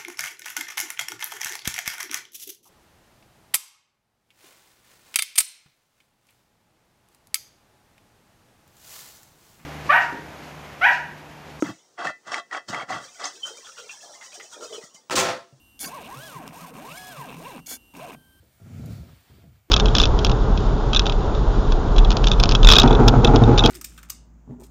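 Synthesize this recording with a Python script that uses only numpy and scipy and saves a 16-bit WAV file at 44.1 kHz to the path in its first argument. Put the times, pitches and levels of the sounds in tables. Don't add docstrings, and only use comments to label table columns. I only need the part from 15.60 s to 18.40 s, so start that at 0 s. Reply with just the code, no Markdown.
import sys
import numpy as np
from scipy import signal
from scipy.fft import rfft, irfft
from scipy.io import wavfile

SR = 44100
rng = np.random.default_rng(int(sys.argv[2]) if len(sys.argv) > 2 else 0)


def unload_wav(signal):
    wavfile.write(
        sys.argv[1],
        SR,
        np.round(np.clip(np.atleast_2d(signal).T, -1, 1) * 32767).astype(np.int16),
    )


N = 123480
T = np.arange(N) / SR
CRAWL_HZ, TOP_HZ = 149.16, 1675


def amp(db):
    return 10 ** (np.asarray(db) / 20)


def unit(x):
    return x / np.sqrt(np.mean(x ** 2) + 1e-20)


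def colour(x, points):
    f, db = np.transpose(points)
    hz = np.fft.rfftfreq(N, 1 / SR)
    curve_db = np.interp(np.log(hz + 1), np.log(f + 1), db)
    return irfft(rfft(x) * amp(curve_db), N)


def noise(points):
    return unit(colour(rng.standard_normal(N), points))


def wander(hz):
    lowpass = 1 / (1 + (np.fft.rfftfreq(N, 1 / SR) / hz) ** 4)
    return unit(irfft(rfft(rng.standard_normal(N)) * lowpass, N))


def ring(x, modes):
    total = 0
    for hz, width, db in modes:
        b, a = signal.iirpeak(hz, hz / max(width, 5), SR)
        total = total + amp(db) * signal.lfilter(b, a, x)
    return total


def gate(start, end, edge_s=0.008):
    opening = np.clip((T - start) / edge_s + .5, 0, 1)
    closing = np.clip((end - T) / edge_s + .5, 0, 1)
    return opening * closing


def bump(at, length):
    return np.exp(-(2 * (T - at) / length) ** 2)


def tone(hz, clock):
    return np.sqrt(2) * np.sin(2 * np.pi * (hz * clock + rng.random()))


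def swells(rows, waver):
    clock = np.cumsum(1 + waver * wander(156)) / SR
    return sum(amp(db) * bump(s, length) * tone(hz, clock) for s, length, hz, db in rows)


# pitch_hz, level_db (relative)
FLOOR = [(15, -12), (28, -3), (47, 6.5), (70, 7.5), (150, -2.5), (280, 2), (500, -11.5), (1000, -10.5),
         (2100, -21), (3200, -16.5), (7800, -22), (8650, -9), (9400, -25), (12100, -14), (16000, -23)]


def quiet_room():
    return amp(-60.5) * noise(FLOOR)


def room(x):
    level_db, t60_s, bass_t60_s = -14.5, 0.048, 0.28
    t = T[:SR // 2]
    taps = rng.standard_normal(len(t)) * (t > .002)
    bass = signal.sosfilt(signal.butter(2, 350, fs=SR, output="sos"), taps)
    tail = (taps - bass) * amp(-60 * t / t60_s) + bass * amp(-60 * t / bass_t60_s)
    return amp(level_db) * signal.fftconvolve(x, tail / np.linalg.norm(tail))[:N]


# pitch_hz, level_db
WHINE_A = [(2767, -63), (2961, -71.5), (5922, -80), (7607, -81), (8549, -99), (8882, -81), (10858, -79),
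           (11843, -73), (12828, -78), (13819, -86)]
WHINE_B = [(1567, -66), (3128, -69), (8554, -93), (10955, -79), (12129, -82), (12522, -75), (13695, -80)]
WHINE_C = [(2234, -42.5), (5179, -49), (6105, -50.5), (7251, -51), (8861, -55), (9545, -50), (11660, -57)]
WHINE_D = [(1077, -46.5), (2223, -53), (4737, -44), (6013, -47), (6584, -46), (8613, -49), (9620, -52),
           (10885, -52), (11143, -46), (14077, -66)]
# (its pitch_hz, level_db rows)
WHINES = [(-.01, 0.19, WHINE_A), (0.259, 0.28, WHINE_D), (1.374, 1.385, WHINE_C), (1.998, 2.342, WHINE_A),
          (2.544, 2.81, WHINE_B)]


def whine():
    clock = np.cumsum(1 + 0.00046 * wander(76)) / SR
    total = 0
    for start, end, lines in WHINES:
        chord = sum(amp(db) * tone(hz, clock) for hz, db in lines)
        total = total + gate(start, end) * chord
    return total


# time_s, peak_db
CLICKS = [(.1927, -32), (.8785, -24), (2.0616, -36)]
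# pitch_hz, width_hz, level_db (relative)
CLICK = [(3300, 600, 0), (5300, 700, -1), (7600, 1200, -8), (12000, 4000, -18)]


def clicks():
    total = 0
    for s, db in CLICKS:
        impulse = 1. * (np.arange(N) == round(s * SR))
        tick = ring(impulse, CLICK)
        total = total + amp(db) * tick / abs(tick).max()
    return total


# time_s, length_s, pitch_hz, level_db
SQUEAKS = [(.224, 0.013, 4220, -43.5), (.245, 0.0081, 4480, -35), (.238, 0.021, 3434, -46),
           (2.069, 0.0077, 6600, -39.5), (2.093, .008, 3400, -46), (2.115, 0.011, 6820, -40.5),
           (2.13, 0.0079, 6460, -38.5), (2.13, 0.013, 3374, -44)]


def squeaks():
    return swells(SQUEAKS, 0.009)


# time_s, rasp_db (before grain and mix), thump_db
LIFTS = [
    [(.192, -47, -76), (.2, -48, -67), (.207, -38.5, -52), (.228, -38, -47.5), (.244, -39.5, -37),
     (.262, -39, -43), (.274, -45, -56), (.285, -45, -47.5), (.296, -50, -46)],
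    [(2.061, -53, -67), (2.069, -41.5, -72), (2.079, -47.5, -49), (2.094, -39.5, -54), (2.102, -38.5, -52),
     (2.115, -38.5, -39), (2.131, -39, -47.5), (2.142, -41, -48.5), (2.16, -45.5, -57), (2.172, -56, -54)],
]
# pitch_hz, level_db (relative)
RASP = [(710, -49), (1200, -30), (1630, -10), (1810, -28.5), (2270, 1.5), (2480, -23), (3050, -12.5),
        (3430, -10.5), (3790, -24.5), (4170, -2.5), (5530, -3.5), (6720, -4), (7660, -4), (14800, -7.5),
        (16000, -53.5)]
# pitch_hz, level_db (relative)
THUMP = [(50, -17), (150, -13.5), (250, 5), (400, -8.5), (800, -4), (1200, -13.5), (1550, -1.5),
         (2200, -18.5), (4000, -21)]
# pitch_hz, width_hz, level_db (relative)
LIFT_MODES = [(3490, 59, 1), (4230, 630, -13.5), (6090, 34, 3), (6740, 170, 3), (9000, 46, 1),
              (9790, 11, 12), (11700, 120, 0.5), (13900, 92, 4.5), (14600, 36, 4)]


def lift_gain(column):
    total = 0
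    for rows in LIFTS:
        table = np.array(rows)
        total = total + amp(np.interp(T, table[:, 0], table[:, column], -np.inf, -np.inf))
    return total


def pen_lift():
    grain = unit(np.exp(0.15 * wander(503)))
    metal = unit(ring(rng.standard_normal(N), LIFT_MODES))
    rasp = lift_gain(1) * grain * (amp(0.5) * noise(RASP) + amp(-1) * metal)
    thump = lift_gain(2) * noise(THUMP)
    return rasp, thump


# pitch_hz, level_db (relative)
HISS = [(2060, -22), (3500, -2.5), (3660, -2.5), (4810, -6.5), (5220, -4), (7000, -4), (7900, -8),
        (8580, -1), (10400, -10.5), (12100, -4), (16000, -13)]


def hiss(rate, moving):
    base_db, rise_db_per_khz = -57, 4.5
    beat = 1 + 0.1 * np.sin(np.pi * np.cumsum(rate / 2) / SR) + 0.31 * wander(167)
    return noise(HISS) * beat * moving * amp(base_db + rise_db_per_khz * rate / 1e3)


# pitch_hz, level_db (relative)
RATTLE = [(40, -12), (100, -6.5), (160, 9.5), (210, -2), (265, 4.5), (340, -7), (600, -2.5), (1050, 1),
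          (1350, -7), (1900, -12.5), (2600, -4), (3600, -22), (6000, -45), (16000, -55)]
# time_s, level_db (relative)
RATTLE_LEVEL = [(.25, -1), (.4, -0.5), (.5, 1.5), (.65, -0.5), (.78, 0), (.86, 4.5), (.93, -0.5),
                (1.04, 1.5), (1.1, -1), (1.125, -1), (1.16, 3), (1.3, 0), (1.45, 1), (1.6, 1.5),
                (1.68, 1.5), (1.73, 6), (1.77, 0.5), (1.9, -1), (2.0, 3.5), (2.35, 0.5), (2.4, 1), (2.5, 2),
                (2.55, 2.5)]
# pitch_hz, width_hz, level_db (relative)
RATTLE_MODES = [(1007, 77, -1), (1594, 57, -2.5), (2794, 95, -11)]
# time_s, length_s, level_db
BUZZES = [(.25, .012, -44), (0.317, 0.066, -51), (0.393, 0.061, -49), (0.453, 0.056, -45.5),
          (1.31, 0.037, -43.5), (1.578, 0.019, -48), (1.692, .025, -45), (1.745, 0.054, -50.5),
          (1.859, 0.033, -49), (1.916, 0.081, -50.5), (1.976, 0.032, -50.5), (2.357, 0.009, -48.5),
          (2.409, 0.023, -46), (2.443, 0.04, -49), (2.504, 0.031, -52)]
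# pitch_hz, level_db (relative)
BUZZ = [(300, -30), (1700, -43), (2300, -8.5), (2750, -3.5), (3100, -17.5), (3800, -14), (8000, -74),
        (16000, -55)]


def rattle(rate, moving):
    base_db, fast_db, knock_db = -48, -2.5, -5
    best_hz, pulse = 840, 0.43
    cycle = np.cumsum(rate / 4) / SR % 1
    chatter = unit(1 - pulse + pulse * unit(np.exp(-cycle / .2)))
    fast = np.clip((rate - best_hz) / (TOP_HZ - best_hz), 0, 1)
    level = moving * amp(base_db + fast_db * fast + np.interp(T, *np.transpose(RATTLE_LEVEL)))
    knocks = (np.diff(cycle, prepend=0) < 0) * rng.uniform(-0.68, 1, N) * np.sqrt(rate / TOP_HZ)
    ringing = amp(knock_db) * unit(ring(knocks, RATTLE_MODES)) * (1 - fast)
    body = unit(colour(chatter * rng.standard_normal(N), RATTLE)) + ringing
    buzz = unit(colour(chatter * rng.standard_normal(N), BUZZ))
    loose = buzz * sum(amp(db) * bump(s, length) for s, length, db in BUZZES)
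    return body * level + loose


# time_s, length_s, pitch_hz,
# level_db
SHUDDERS = [(.27, .03, 170, -43.5), (.578, 0.038, 137, -40), (.765, 0.023, 148, -39.5),
            (1.032, 0.032, 174, -41.5), (1.32, 0.052, 158, -42), (1.6, 0.044, 142.5, -42),
            (1.79, 0.058, 159.6, -41.5), (2.0, .04, 162, -44), (1.122, .016, 485.6, -43),
            (2.375, 0.016, 257, -45), (2.575, 0.038, 154.2, -48.5)]


def shudders():
    return swells(SHUDDERS, 0.026)


# start_s, fastest_s, end_s, apex_hz (before the speed limits), ramp_hz_per_s,
# second_motor_share (of the lead's step rate), lead_db, second_db (both relative)
MOVES = [(.27, .353, .435, 1150, 7400, .55, 0, 0), (.435, .648, .92, 1780, 6300, .39, 0, -4),
         (.92, 1.017, 1.125, 1330, 8400, .52, -5, -11), (1.125, 1.44, 1.765, 2070, 6200, .44, 0, -3),
         (1.765, 1.883, 2.003, 1130, 7700, .5, -1, -1), (2.339, 2.443, 2.553, 755, 5400, .82, 2.5, -6)]


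def motion():
    full_voice_hz = 510
    rates = np.full((2, N), float(CRAWL_HZ))
    gains, moving = np.zeros((2, N)), np.zeros(N)
    for start, mid, end, apex, ramp, share, lead_db, second_db in MOVES:
        span = (T >= start) & (T < end)
        on = gate(start, end)
        lead = np.clip(apex - ramp * abs(T[span] - mid), CRAWL_HZ, TOP_HZ)
        rates[:, span] = np.outer([1, share], lead)
        gains = np.maximum(gains, np.outer(amp([lead_db, second_db]), on))
        moving = np.maximum(moving, on)
    return rates, gains * np.minimum(rates[0] / full_voice_hz, 1), moving


MULTIPLES = [.25, .5, .75, 1, 1.25, 1.5, 1.75, 2, 2.5, 3, 4]
PARTIAL_DB = [-16, -20, -19, 0, -22, -20, -21, -13, -23, -27, -30]
# pitch_hz, level_db (relative)
FRAME = [(40, -37), (110, -7.5), (160, -8), (210, 3.5), (270, 1), (350, -2.5), (550, 0), (750, 1),
         (1050, 8), (1350, -2), (1700, 1), (2600, 5), (3400, 7.5), (5000, 14), (12000, -13)]
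# pitch_hz, width_hz, level_db (relative)
BOOM = [(158, 25.5, 2.5), (269, 13, -6.5)]


def motor(rate, gain, speed):
    rough = np.interp(speed, [700, TOP_HZ], [.42, .1])
    jitter_hz = .003 * TOP_HZ * wander(85.6)
    turns = np.cumsum(rate + jitter_hz) / SR
    ripple = 0
    for k, db in zip(MULTIPLES, PARTIAL_DB):
        depth = rough * max(k, 1)
        flutter = 1 + depth * (wander(70) + 1j * wander(70))
        flutter = flutter / np.sqrt(1 + 2 * depth ** 2)
        partial = flutter * np.exp(2j * np.pi * (k * turns + rng.random()))
        ripple = ripple + amp(db) * partial.real
    drive = np.sqrt(2) * amp(-48) * gain * ripple
    return colour(drive, FRAME) + ring(drive, BOOM)


# time_s, length_s, change_db
DIPS = [(0.269, 0.0067, -17), (.402, 0.0049, -10), (0.809, 0.04, -6), (.846, 0.03, -6), (0.91, 0.021, -7.5),
        (1.058, .01, -8), (1.124, 0.025, -12), (1.379, 0.024, 1), (1.767, 0.006, 1), (1.99, .03, -2.5),
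        (2.553, 0.009, -7)]


def treble_dips(machine):
    edge_hz = 1930
    change = amp(sum(db * gate(s - length / 2, s + length / 2) for s, length, db in DIPS))
    low = colour(machine, [(edge_hz / 2, 0), (edge_hz, 0), (2 * edge_hz, -40)])
    return low + (machine - low) * change


def scene():
    rates, gains, moving = motion()
    rasp, thump = pen_lift()
    motors = sum(motor(rate, gain, rates[0]) for rate, gain in zip(rates, gains))
    frame = motors + rattle(rates[0], moving) + shudders() + thump
    treble = hiss(rates[0], moving) + rasp + squeaks()
    machine = frame + treble + room(frame + amp(3.5) * treble)
    return (treble_dips(machine) + clicks() + whine() + quiet_room())[None]


def record(dry):
    lowpass = signal.firwin(511, 16100, window=("kaiser", 9), fs=SR)
    return signal.oaconvolve(dry, lowpass[None], "same")


dry = scene()
out = record(dry)
unload_wav(out)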